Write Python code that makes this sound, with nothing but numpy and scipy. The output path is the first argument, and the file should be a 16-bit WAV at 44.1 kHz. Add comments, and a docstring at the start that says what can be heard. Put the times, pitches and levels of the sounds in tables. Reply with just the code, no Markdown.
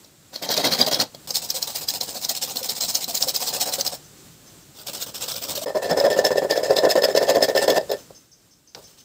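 """A bare hacksaw blade saws a short plastic pipe on a hard floor, close under a one-microphone phone.
Teeth tear the plastic in dense random clicks that ring blade and pipe wall; now and then a tooth catches.
The pipe is held in four grips, each with its own resonances; the lying pipe also knocks at single pitches.
Behind it are filtered room noise with a low hum of air and a few far chirps made of two wavering tones.
Near the end the loose piece scuffs the floor, and is tapped down with two clicks that ring it."""
import sys
import numpy as np
from scipy import signal
from scipy.fft import rfft, irfft, next_fast_len
from scipy.io import wavfile
from scipy.ndimage import uniform_filter1d

SR = 44100
rng = np.random.default_rng(int(sys.argv[2]) if len(sys.argv) > 2 else 0)


def convert_level_to_amplitude(level_db):
    """Map a level in decibels to its linear amplitude factor."""
    exponent = np.asarray(level_db, float) / 20
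    return 10 ** exponent


def pcm_store(signal):
    """Save signal as 16-bit PCM."""
    levels = np.round(np.clip(np.atleast_2d(signal), -1, 1) * 32767)
    wavfile.write(sys.argv[1], SR, levels.astype(np.int16).T)


N = 398663
T = np.arange(N) / SR  # time of every sample in seconds


def response(points, rings=(), size=8192):
    """Causal impulse response of a broad colour with resonant peaks, from the cepstrum of its log gain."""
    hz = np.maximum(np.arange(size // 2 + 1) * SR / size, 1)
    at, db = np.transpose(points)
    db = np.interp(np.log(hz), np.log(at), db)
    for centre, width, peak_db in rings:
        db = db + peak_db / (1 + (2 * (hz - centre) / width) ** 2)
    # folding the cepstrum onto positive times makes the sound start at once
    ceps = irfft(db * np.log(10) / 20)
    ceps[1:size // 2] *= 2
    ceps[size // 2 + 1:] = 0
    return irfft(np.exp(rfft(ceps)))


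def unit_in(h, lo_hz, hi_hz):
    """Scale a response so that white noise leaves it with rms 1 between two frequencies."""
    hz = np.arange(len(h) // 2 + 1) * SR / len(h)
    power = np.abs(rfft(h)) ** 2
    in_band = (hz > lo_hz) & (hz < hi_hz)
    return h / np.sqrt(power[in_band].sum() / len(hz))


def walk(rate):
    """Random levels, a new one rate times a second, smoothed twice; their spread is near 1."""
    hold = int(SR / rate)
    steps = np.repeat(rng.standard_normal(N // hold + 1), hold)
    return 1.1 * uniform_filter1d(uniform_filter1d(steps, hold), hold)[:N]


def filtered(x, order, hz, kind):
    """Butterworth filter: keeps the lows, the highs or a band of the sound."""
    return signal.sosfilt(signal.butter(order, hz, kind, fs=SR, output="sos"), x)


# Colour of the room noise. Each row: frequency in Hz, relative level in dB per Hz.
ROOM_COLOUR = [(15, -57.5), (25, -25), (49, -15), (101, -10.5), (148, -4), (188, -11), (306, -11.5),
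               (874, -23), (1270, -22.5), (2300, -26), (4200, -22.5), (6410, -23.5), (7540, -19.5),
               (10100, -30.5), (15600, -26.5)]
# Level of the room noise over time. Each row: time in seconds, level in dB before a slight waver.
ROOM_LEVELS = [(0, -47), (.1, -50.5), (1.2, -45.5), (1.3, -45), (4.05, -44.5), (4.12, -47), (4.7, -47),
               (5.6, -44.5), (7.9, -43), (8.3, -54.5), (8.74, -56.5), (8.8, -49), (9.04, -54.5)]


def background():
    """Room hiss and hum: white noise through the room colour, wavering slightly in level."""
    hiss = signal.fftconvolve(rng.standard_normal(N), response(ROOM_COLOUR))[:N]
    level_db = np.interp(T, *np.transpose(ROOM_LEVELS)) + 1.1 * walk(12)
    return hiss / hiss.std() * convert_level_to_amplitude(level_db)


# A tooth catches and lets go, or the pipe is knocked.
# Each row: time in seconds, relative rasp peak in dB, relative wall boom peak in dB.
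CATCH_EVENTS = [(0.045,-46,-49),(0.3595,-26.5,-30),(0.4894,-27,-23),(.516,-22,-28),(.54,-22,-32),(0.5761,-16.5,-22),(.649,-20,-18),(0.683,-36,-20),(0.8127,-16,-21),(0.864,-22,-24),
                (0.9329,-24,-20),(.944,-21,-31),(1.001,-18.5,-26),(1.147,-34.5,-29.5),(1.306,-22.5,-50),(1.355,-15.5,-49),(1.368,-17,-44),(1.5023,-16,-50),(1.626,-16.5,-50),(1.757,-27.5,-43),(1.8865,-16,-52),
                (1.904,-22.5,-50),(1.9554,-30,-31),(2.011,-22,-28.5),(2.248,-24.5,-46),(2.2926,-15.5,-50),(2.313,-28,-40),(2.434,-23,-36),(2.569,-21,-46),(2.694,-20,-50),(2.8088,-24.5,-44),(2.835,-25,-45),(2.889,-26.5,-49.5),(2.952,-14.5,-49),
                (3.042,-22,-50),(3.174,-21.5,-51),(3.2248,-11.5,-50),(3.292,-20,-45),(3.361,-17,-42),(3.4239,-24,-30),(3.488,-21,-35),(3.614,-20.5,-40),(3.739,-22,-27),(3.809,-15.5,-29),(3.864,-19.5,-28),(3.875,-24,-32),
                (5.024,-27,-40),(5.318,-29,-41),(5.343,-33,-33),(5.363,-28,-33),(5.518,-31,-42),(5.5554,-30,-45),(5.7661,-47,-15),(5.9136,-25.5,-15.5),(6.0001,-23,-14.5),(6.048,-32,-8),(6.1019,-29,-11),(6.1282,-28.5,-13),
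                (6.189,-22,-2),(6.2496,-19,-9.5),(6.266,-23.5,-14),(6.316,-32,-11),(6.357,-33.5,-8),(6.38,-21,-8),(6.509,-19,-9.5),(6.5759,-26.5,-9.5),(6.632,-48,-10),(6.7067,-25.5,-1),(6.766,-19.5,-12),
                (6.7863,-20,-9.5),(6.8506,-21,-2),(6.8923,-27,-9),(6.912,-18,-17),(6.978,-33,-9),(7.0205,-22,-9.5),(7.086,-35.5,-8.5),(7.1502,-22.5,-3.5),(7.04,-22,-12.5),(7.166,-24.5,-19),(7.174,-16,-17),(7.228,-30.5,-11),(7.298,-17,-16.5),(7.357,-23,-7),(7.407,-34,-10),
                (7.426,-16.5,-4.5),(7.451,-31,-18),(7.486,-23.5,-9),(7.497,-26.5,-8.5),(7.5509,-26,-8.5),(7.577,-22,-12),(7.68,-24,-2.5),(7.7,-18.5,-14),(7.811,-40,-20.5),(7.894,-37.5,-22),(7.901,-33,-14.5),(7.9156,-23,-10),(7.937,-41,-24),(8.106,-55,-31),
                ]


def catches(column, rise_s, fall_s, build_s=0, build_db=-9):
    """Short bursts of force: the load may build up first, lets go sharply and is quickly gone."""
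    impulses = np.zeros(N)
    for row in CATCH_EVENTS:
        impulses[int(row[0] * SR)] = convert_level_to_amplitude(row[column])
    t = T[:2048]
    shape = (1 - np.exp(-t / rise_s)) * np.exp(-t / fall_s)
    force = np.convolve(impulses, shape / shape.max())[:N]
    if build_s:
        # a decay run backwards in time swells up to the catch
        swell = np.convolve(impulses[::-1], np.exp(-t / build_s))[:N][::-1]
        force = np.maximum(force, convert_level_to_amplitude(build_db) * swell)
    return force


# Each stroke of the saw, with faint fading tails at 7.797 and 7.964 seconds; the last four rows are
# the loose piece scuffing the floor.
# Each row: turn in seconds, usual time to full rasp in milliseconds, relative rasp level in dB,
# relative wall boom level in dB.
SAW_STROKES = [(.315,23.5,-36,-42.5),(.414,11,-27,-30),(0.482,25.5,-17.5,-25),(0.563,4.4,-19.5,-25),(.629,16,-18,-22),(.704,16,-18.5,-26),
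               (0.774,17,-20,-23),(.862,2,-20.5,-26),(.909,4.2,-20,-25),(0.985,12,-19,-25),(1.271,2,-33,-41.5),(1.334,11,-22.5,-39.5),(1.417,2,-29.5,-40),
               (1.48,14,-29.5,-43),(1.54,4.4,-27,-40),(1.609,12,-30,-39.5),(1.671,2,-27.5,-37.5),(1.739,18.5,-23.5,-38.5),(1.808,2,-29,-42.5),(1.867,16,-24.5,-39.5),
               (1.936,2,-27.5,-40),(2.002,6,-28,-40.5),(2.07,13,-28.5,-38.5),(2.141,5.5,-29,-40),(2.2,41,-26.5,-40),(2.281,8.3,-25,-39.5),(2.346,3,-28,-42.5),
               (2.408,9.6,-21,-37),(2.473,1.6,-29,-39),(2.545,13,-27,-36.5),(2.628,2,-26,-39.5),(2.685,6,-23,-37.5),(2.747,21,-26.5,-40.5),(2.8,6.7,-23,-35),
               (2.877,8.8,-24.5,-37),(2.933,17,-23.5,-37),(3.003,13,-26,-39.5),(3.071,11,-25.5,-39.5),(3.135,12,-22.5,-36),(3.201,5.3,-24.5,-36),(3.268,20,-19.5,-36),
               (3.331,14,-24,-38),(3.398,6.8,-23.5,-33.5),(3.459,13,-23.5,-35.5),(3.525,18,-22.5,-31),(3.592,18,-19,-31.5),(3.656,2,-26,-31),(3.714,15,-21,-32.5),
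               (3.777,10,-26,-32.5),(3.84,11,-25.5,-36.5),(3.914,9.6,-32.5,-38),(4.744,55,-40,-48.5),(4.856,14,-31,-36),(4.93,3,-29,-39),(4.995,20,-28,-44),
               (5.06,2,-36,-40.5),(5.136,9.8,-30,-40),(5.193,28,-26,-38),(5.275,7.5,-28.5,-39),(5.354,3.6,-30.5,-40),(5.409,16,-28.5,-37.5),(5.476,14,-26,-32),
               (5.548,6.5,-26.5,-37),(5.607,18,-28.5,-34),(5.657,1.7,-39,-25.5),(5.74,11.5,-34.5,-20),(5.813,13,-29.5,-19),(5.889,8.9,-29.5,-15.5),(5.96,13,-26,-16),
               (6.035,9.4,-28,-12.5),(6.099,2,-27,-17),(6.158,19,-27.5,-14),(6.234,12.4,-21.5,-15.5),(6.304,1.8,-31.5,-15.5),(6.352,19.6,-29,-23),(6.417,3.7,-37,-21),
               (6.485,18.3,-23.5,-17.5),(6.553,2.2,-31,-18),(6.627,4.1,-28,-21),(6.693,6.1,-29.5,-16.5),(6.753,12.4,-22.5,-19),(6.821,14,-30,-13),(6.882,22,-20.5,-17),
               (6.952,2.7,-26.5,-15.5),(7.015,22.5,-20,-14),(7.075,7.2,-31.5,-18.5),(7.146,17,-22,-14.5),(7.199,15,-28,-16),(7.264,28.5,-20.5,-13),(7.336,13,-28,-14),
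               (7.404,23,-17.5,-17.5),(7.479,1.7,-32.5,-20.5),(7.54,23,-20.5,-15.5),(7.615,3,-24.5,-17),(7.676,2.7,-24,-15.5),(7.741,25.6,-22.5,-12.5),(7.797,7.8,-53,-34.5),(7.878,44,-32,-24.5),(7.964,5,-48,-47),
               (8.75,4.5,-50,-43),(8.812,15,-49.5,-63),(8.865,4.1,-53,-66),(8.965,20,-51.5,-67)]
# When the first four grips end, in seconds: upright, lying, lying turned, upright under the palm.
# After the last of them the pipe is let go.
GRIP_END_TIMES = [1.268, 4.1, 5.656, 7.96]
# How far the rasp sags at a turn below the softer of the two neighbouring rows: one value in dB for
# each of the four grips, then one for the pipe let go.
TURN_SAG = [-13.5, -11.5, -12.5, -12.5, -12]
# Turns where the blade comes to a full stop, each a time in seconds.
FULL_STOPS = [.909, 1.866, 2.003, 2.281, 2.408, 2.799, 3.071, 3.332, 3.842, 5.137, 5.74, 5.812, 5.96, 6.098,
              6.234, 6.355, 6.485, 6.628, 6.952, 7.015, 7.147, 7.405, 7.482, 7.541, 7.677]


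def stroke_levels(stop_s=0.068, lifted_db=-76, boom_depth=0.77, boom_lead=0.76):
    """Rasp and boom in dB: each row speeds up from its turn, holds, and slows to a turn or a pause."""
    full_stop_db = -8.5  # extra sag of the rasp at a full stop
    slow_share, hold_s, longest_s = 0.49, 0.016, 0.077  # share of a row before slowing; seconds
    turn, rise_ms, rasp_db, boom_db = np.transpose(SAW_STROKES)
    next_turn = np.append(turn[1:], 1 + N / SR)
    # the hand slows after a share of the time, but aims to keep full speed a moment at least
    counted = np.minimum(next_turn - turn, longest_s)
    moving = np.maximum(rise_ms / 1000 + hold_s, slow_share * counted)
    slow = np.minimum(turn + moving, next_turn - 3 / SR)
    still = np.minimum(slow + stop_s, next_turn - 2 / SR)
    softer_db = np.minimum(rasp_db, np.roll(rasp_db, 1))
    rest_db = softer_db + np.take(TURN_SAG, np.searchsorted(GRIP_END_TIMES, turn))
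    nearest_turn = np.abs(turn[:, None] - FULL_STOPS).argmin(axis=0)
    rest_db[nearest_turn] += full_stop_db
    # in a pause of more than 0.05 s the level falls to that of a lifted blade
    end_db = np.where(next_turn - still > .05, lifted_db, np.roll(rest_db, -1))
    rasp = np.stack([rest_db, rasp_db, rasp_db, end_db, end_db], axis=1)
    # the wall sags less at a turn than the rasp does, and takes the load before the teeth reach full speed
    boom = boom_db[:, None] + boom_depth * (rasp - rasp_db[:, None])
    boom[:, 3:] = np.where(rasp[:, 3:] == lifted_db, lifted_db, boom[:, 3:])
    levels = []
    for db, lead in ((rasp, 1), (boom, boom_lead)):
        full = np.minimum(turn + lead * rise_ms / 1000, slow - 1 / SR)
        times = np.stack([turn, full, slow, still, next_turn - 1 / SR], axis=1)
        levels.append(np.interp(T, times.ravel(), db.ravel(), left=lifted_db))
    return levels


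def teeth(per_s, spread_db, hiss, lump_db, lump_rate):
    """Dense uneven clicks of tearing teeth over fine friction hiss, in lumps as the blade sticks and slips."""
    size = convert_level_to_amplitude(spread_db * np.minimum(rng.exponential(1, N), 4)) * rng.standard_normal(N)
    clicks = (rng.random(N) < per_s / SR) * size
    friction = hiss * rng.standard_normal(N)
    force = (clicks / clicks.std() + friction) * convert_level_to_amplitude(lump_db * walk(lump_rate))
    return force / force.std()


def patchy(x, patchy_db, rate):
    """The point of contact travels along the blade, so narrow bands of the force swell and fade on their own."""
    size = next_fast_len(N)
    spectrum = rfft(x, size)
    hz = np.arange(len(spectrum)) * SR / size
    place = np.log2(np.clip(hz, 250, 16000) / 250) * 4  # in quarter octaves
    out = np.zeros(N)
    for band in range(25):
        share = np.clip(1 - np.abs(place - band), 0, 1)
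        out += irfft(spectrum * share)[:N] * convert_level_to_amplitude(patchy_db * walk(rate))
    return out / out.std()


def blade_modes(x, ring_db, size=512):
    """The free lengths of the blade keep changing, so many close modes flare up briefly at ever new pitches."""
    frames = signal.stft(x, nperseg=size)[2]
    flare = uniform_filter1d(rng.standard_normal(frames.shape), size=2, axis=0)  # across pitch
    flare = uniform_filter1d(flare, size=5, axis=1)  # across time
    out = signal.istft(frames * convert_level_to_amplitude(ring_db * flare / flare.std()), nperseg=size)[1][:N]
    return out / out.std()


def rasp_force(rasp_db):
    """Tearing teeth ring the blade; a catch twangs its strongest range and spits a little far treble."""
    noise = patchy(rng.standard_normal(N), 3.0, 40)
    twang = filtered(noise, 2, [3500, 7200], "band")
    spit = convert_level_to_amplitude(-5.5) * filtered(noise, 2, 10500, "high")
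    burst = blade_modes(twang + convert_level_to_amplitude(-8.0) * noise + spit, 5.0)
    tearing = blade_modes(patchy(teeth(6000, 2.1, 1.1, 2.4, 330), 2.0, 60), 2.8)
    caught = catches(1, .0005, 0.0035, build_s=.003, build_db=-11)
    return convert_level_to_amplitude(rasp_db) * tearing + convert_level_to_amplitude(3.5) * caught * burst


def boom_force(boom_db):
    """Sparser clicks load the wall; at a catch it feels one soft push, flexes back and shudders."""
    load = convert_level_to_amplitude(boom_db) * patchy(teeth(1200, 1.17, 0.95, 2.8, 90), 2.8, 35)
    push = catches(2, 0.00012, 0.00021)
    flex = filtered(push, 2, [360, 800], "band")
    # the shudder swells and ebbs with the load around the catch
    shudder = catches(2, .0015, .006, build_s=.006, build_db=-3) * rng.standard_normal(N)
    return load + convert_level_to_amplitude(-8.0) * push + convert_level_to_amplitude(-7.0) * flex + convert_level_to_amplitude(-12.0) * shudder


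# Broad colour of blade, pipe and microphone: one list for each of the four grips.
# Each row: frequency in Hz, relative level in dB per Hz.
BODY_COLOURS = [
    [(24, -71), (40, -42), (117, -10), (270, 0), (360, -6), (593, 2.5), (1290, -12.5), (2010, -10.5),
     (2500, -15), (3490, -11.5), (4150, -2.5), (11000, -21.5), (15600, -13.5)],
    [(24, -41), (40, -38), (241, -14), (360, -19.5), (498, -10), (884, -12.5), (1250, -18), (2120, -12.5),
     (5070, 0), (5890, -3.5), (7950, -1), (10700, -14), (14500, -3.5), (15600, -3.5)],
    [(24, -51.5), (40, -23), (133, -5.5), (369, -8), (593, 0), (724, -3.5), (1610, -12), (1820, -19),
     (3320, -5.5), (5200, -5), (6680, -8), (8150, -5.5), (9950, -18.5), (15600, -6)],
    [(24, -67), (40, -36), (318, -11.5), (408, -7), (593, -1.5), (1190, -25), (1610, -22.5), (1780, -17),
     (2400, -27.5), (5070, -21), (5750, -30), (7380, -23.5), (9950, -35), (15600, -30)],
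]
# Modes of wall and blade that stand out: one list for each of the four grips.
# Each row: usual pitch in Hz, usual width in Hz, usual height in dB over the colour.
BODY_MODES = [
    [(3266, 160, 9.5), (3830, 97, 6)],
    [(499, 25, 4.5), (747, 55, 6.5), (4130, 280, 5), (5230, 290, 5)],
    [(496, 120, 4), (5200, 300, 3)],
    [(416, 61, 5.5), (520, 130, 3), (623, 150, 4.5), (1011, 130, 6.5), (1775, 110, 9.5), (2667, 150, 5),
     (3383, 210, 6), (5230, 280, 11), (6000, 200, 5)],
]
# Which of the four bodies rings: one number, counted from 0, for each grip and for the pipe let go.
BODY_OF_GRIP = [0, 1, 2, 3, 2]
# How widely hand and cut shift the modes: one value for each body, as a share of pitch.
MODE_DETUNE = [.014, .014, .014, .005]


def saw():
    """The force of the teeth, split into rasp and boom, rings the body of the grip of the moment."""
    split_hz = (1250, 1250, 1250, 1700)  # boom below, rasp above, for each body
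    mode_spread = .2  # how widely the hand's damping changes a mode, as a share of its height in dB
    rasp_db, boom_db = stroke_levels()
    forces = ((rasp_force(rasp_db), "high", 2500, 12000), (boom_force(boom_db), "low", 300, 900))
    body_now = np.take(BODY_OF_GRIP, np.searchsorted(GRIP_END_TIMES, T))
    # from each turn to the next, one of three random variants of the body rings
    turn = np.transpose(SAW_STROKES)[0]
    pose_now = rng.integers(3, size=len(turn) + 1)[np.searchsorted(turn, T)]
    out = np.zeros(N)
    for k, pose in np.ndindex(len(BODY_MODES), 3):
        count = len(BODY_MODES[k])
        shift = 1 + MODE_DETUNE[k] * np.clip(rng.standard_normal(count), -2, 2)
        damp = 1 + mode_spread * np.clip(rng.standard_normal(count), -2, 2)
        modes = np.multiply(BODY_MODES[k], np.stack([shift, shift, damp], axis=1))
        body = response(BODY_COLOURS[k], modes)
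        active = (body_now == k) * (pose_now == pose)
        for force, side, lo_hz, hi_hz in forces:
            part = filtered(unit_in(body, lo_hz, hi_hz), 4, split_hz[k], side)
            out += signal.oaconvolve(force * active, part)[:N]
    return out


def walls(x, t60_s, wet_db, damp_hz):
    """A small room answers with a dull, diffuse tail of decaying noise."""
    t = T[:SR // 2]
    tail = rng.standard_normal(len(t)) * convert_level_to_amplitude(-60 * t / t60_s) * (t > .004)
    tail = filtered(tail, 1, damp_hz, "low")
    return x + convert_level_to_amplitude(wet_db) * signal.fftconvolve(x, tail / np.sqrt(np.sum(tail ** 2)))[:N]


# Brief dips of the whole sound, close to two changes of grip.
# Each row: start of the lowest part in seconds, its length in seconds.
BRIEF_DIPS = [(1.268, 0.0045), (5.649, 0.01)]


def brief_dips(x):
    """The level dips briefly to a twentieth, with slopes of about a millisecond on both sides."""
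    for start, length in BRIEF_DIPS:
        outside_s = np.abs(T - start - length / 2) - length / 2
        x = x * np.clip(.05 + outside_s / .001, .05, 1)
    return x


# The wall of the lying pipe knocks once, at the pitch of the spot under the blade.
# Each row: start in seconds, peak level in dB, pitch in Hz.
WALL_KNOCKS = [(1.542, -29.5, 520), (2.307, -29, 658), (2.613, -29, 527), (3.094, -25, 689),
               (3.269, -24, 527), (3.612, -25, 738), (3.783, -21.5, 549), (5.576, -23.5, 582),
               (5.618, -24, 646)]


def knocks(rise_s=0.003, t60_s=0.06):
    """Each knock is one wall mode, a sine that swells quickly and dies."""
    out, t = np.zeros(N), T[:8192]
    shape = (1 - np.exp(-t / rise_s)) * convert_level_to_amplitude(-60 * t / t60_s)
    for start, db, hz in WALL_KNOCKS:
        ring = shape / shape.max() * np.sin(2 * np.pi * hz * t)
        out[int(start * SR):][:len(t)] += convert_level_to_amplitude(db) * ring
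    return out


# Far chirps. Each row: start in seconds, relative level in dB.
FAR_CHIRPS = [(4.04, -54), (4.18, -55), (4.32, -59), (4.46, -52), (4.61, -55), (7.985, -48), (8.147, -47),
              (8.314, -51), (8.508, -53), (8.672, -52), (8.838, -45), (8.985, -51)]


def chirps(high_hz=6200, low_hz=5300, low_db=-2.0, wobble=0.033):
    """Two hoarse, blurred whistles at once, sudden at the start, fading out."""
    env = np.zeros(N)
    for start, level_db in FAR_CHIRPS:
        u = (T - start) / .045  # time in units of 45 ms: the fade begins at half a unit
        env += convert_level_to_amplitude(level_db) * np.clip(u / 0.062, 0, 1) * np.exp(-2.5 * np.clip(u - .5, 0, 20))
    out = np.zeros(N)
    for hz, db, spread in ((high_hz, 0, .9), (low_hz, low_db, 1.8)):
        pitch = hz * (1 + spread * wobble * walk(1100))
        tone = np.sin(2 * np.pi * np.cumsum(pitch) / SR)
        out += convert_level_to_amplitude(db) * env * tone * convert_level_to_amplitude(3.6 * walk(400))  # fast level changes make it hoarse
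    return out


# The cut piece is tapped down and bounces. Each row: time in seconds, relative click level in dB.
PIECE_TAPS = [(8.7484, -12.5), (8.7522, -23)]
# Colour of the small piece. Each row: frequency in Hz, relative level in dB.
PIECE_COLOUR = [(59, -56), (100, -23), (560, -3.5), (1900, -7), (3000, -10), (4560, 0), (5280, 1),
                (10200, -33), (15500, -24)]


def taps(crack_s=0.003, crack_db=-13):
    """A hard click with a crumb of noise rings the small plastic piece."""
    force = np.zeros(N)
    for start, db in PIECE_TAPS:
        u = T - start
        crack = (u > 0) * np.exp(-np.abs(u) / crack_s) * rng.standard_normal(N)
        force += convert_level_to_amplitude(db + crack_db) * crack
        force[int(start * SR)] += convert_level_to_amplitude(db)
    return signal.fftconvolve(force, unit_in(response(PIECE_COLOUR), 100, 12000))[:N]


def scene():
    """One microphone: both channels carry the same sound."""
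    near = walls(saw() + knocks() + taps(), t60_s=0.18, wet_db=-17.5, damp_hz=4500)
    far = walls(chirps(), t60_s=0.41, wet_db=-8, damp_hz=9000)
    x = brief_dips(near + far + background())
    return np.stack([x, x])


def low_pass(x):
    """Removes everything above the highest recorded frequency."""
    return signal.sosfilt(signal.butter(12, 16840, fs=SR, output="sos"), x)


def record(dry):
    """The phone rounds the loudest peaks and cuts the top steeply."""
    rounded = 0.77 * np.tanh(dry / 1.02)
    top_cut = signal.ellip(10, .2, 70, 15550, fs=SR, output="sos")  # low-pass at 15550 Hz
    mix = signal.sosfilt(top_cut, rounded)
    return low_pass(mix)


dry = scene()
out = record(dry)
pcm_store(out)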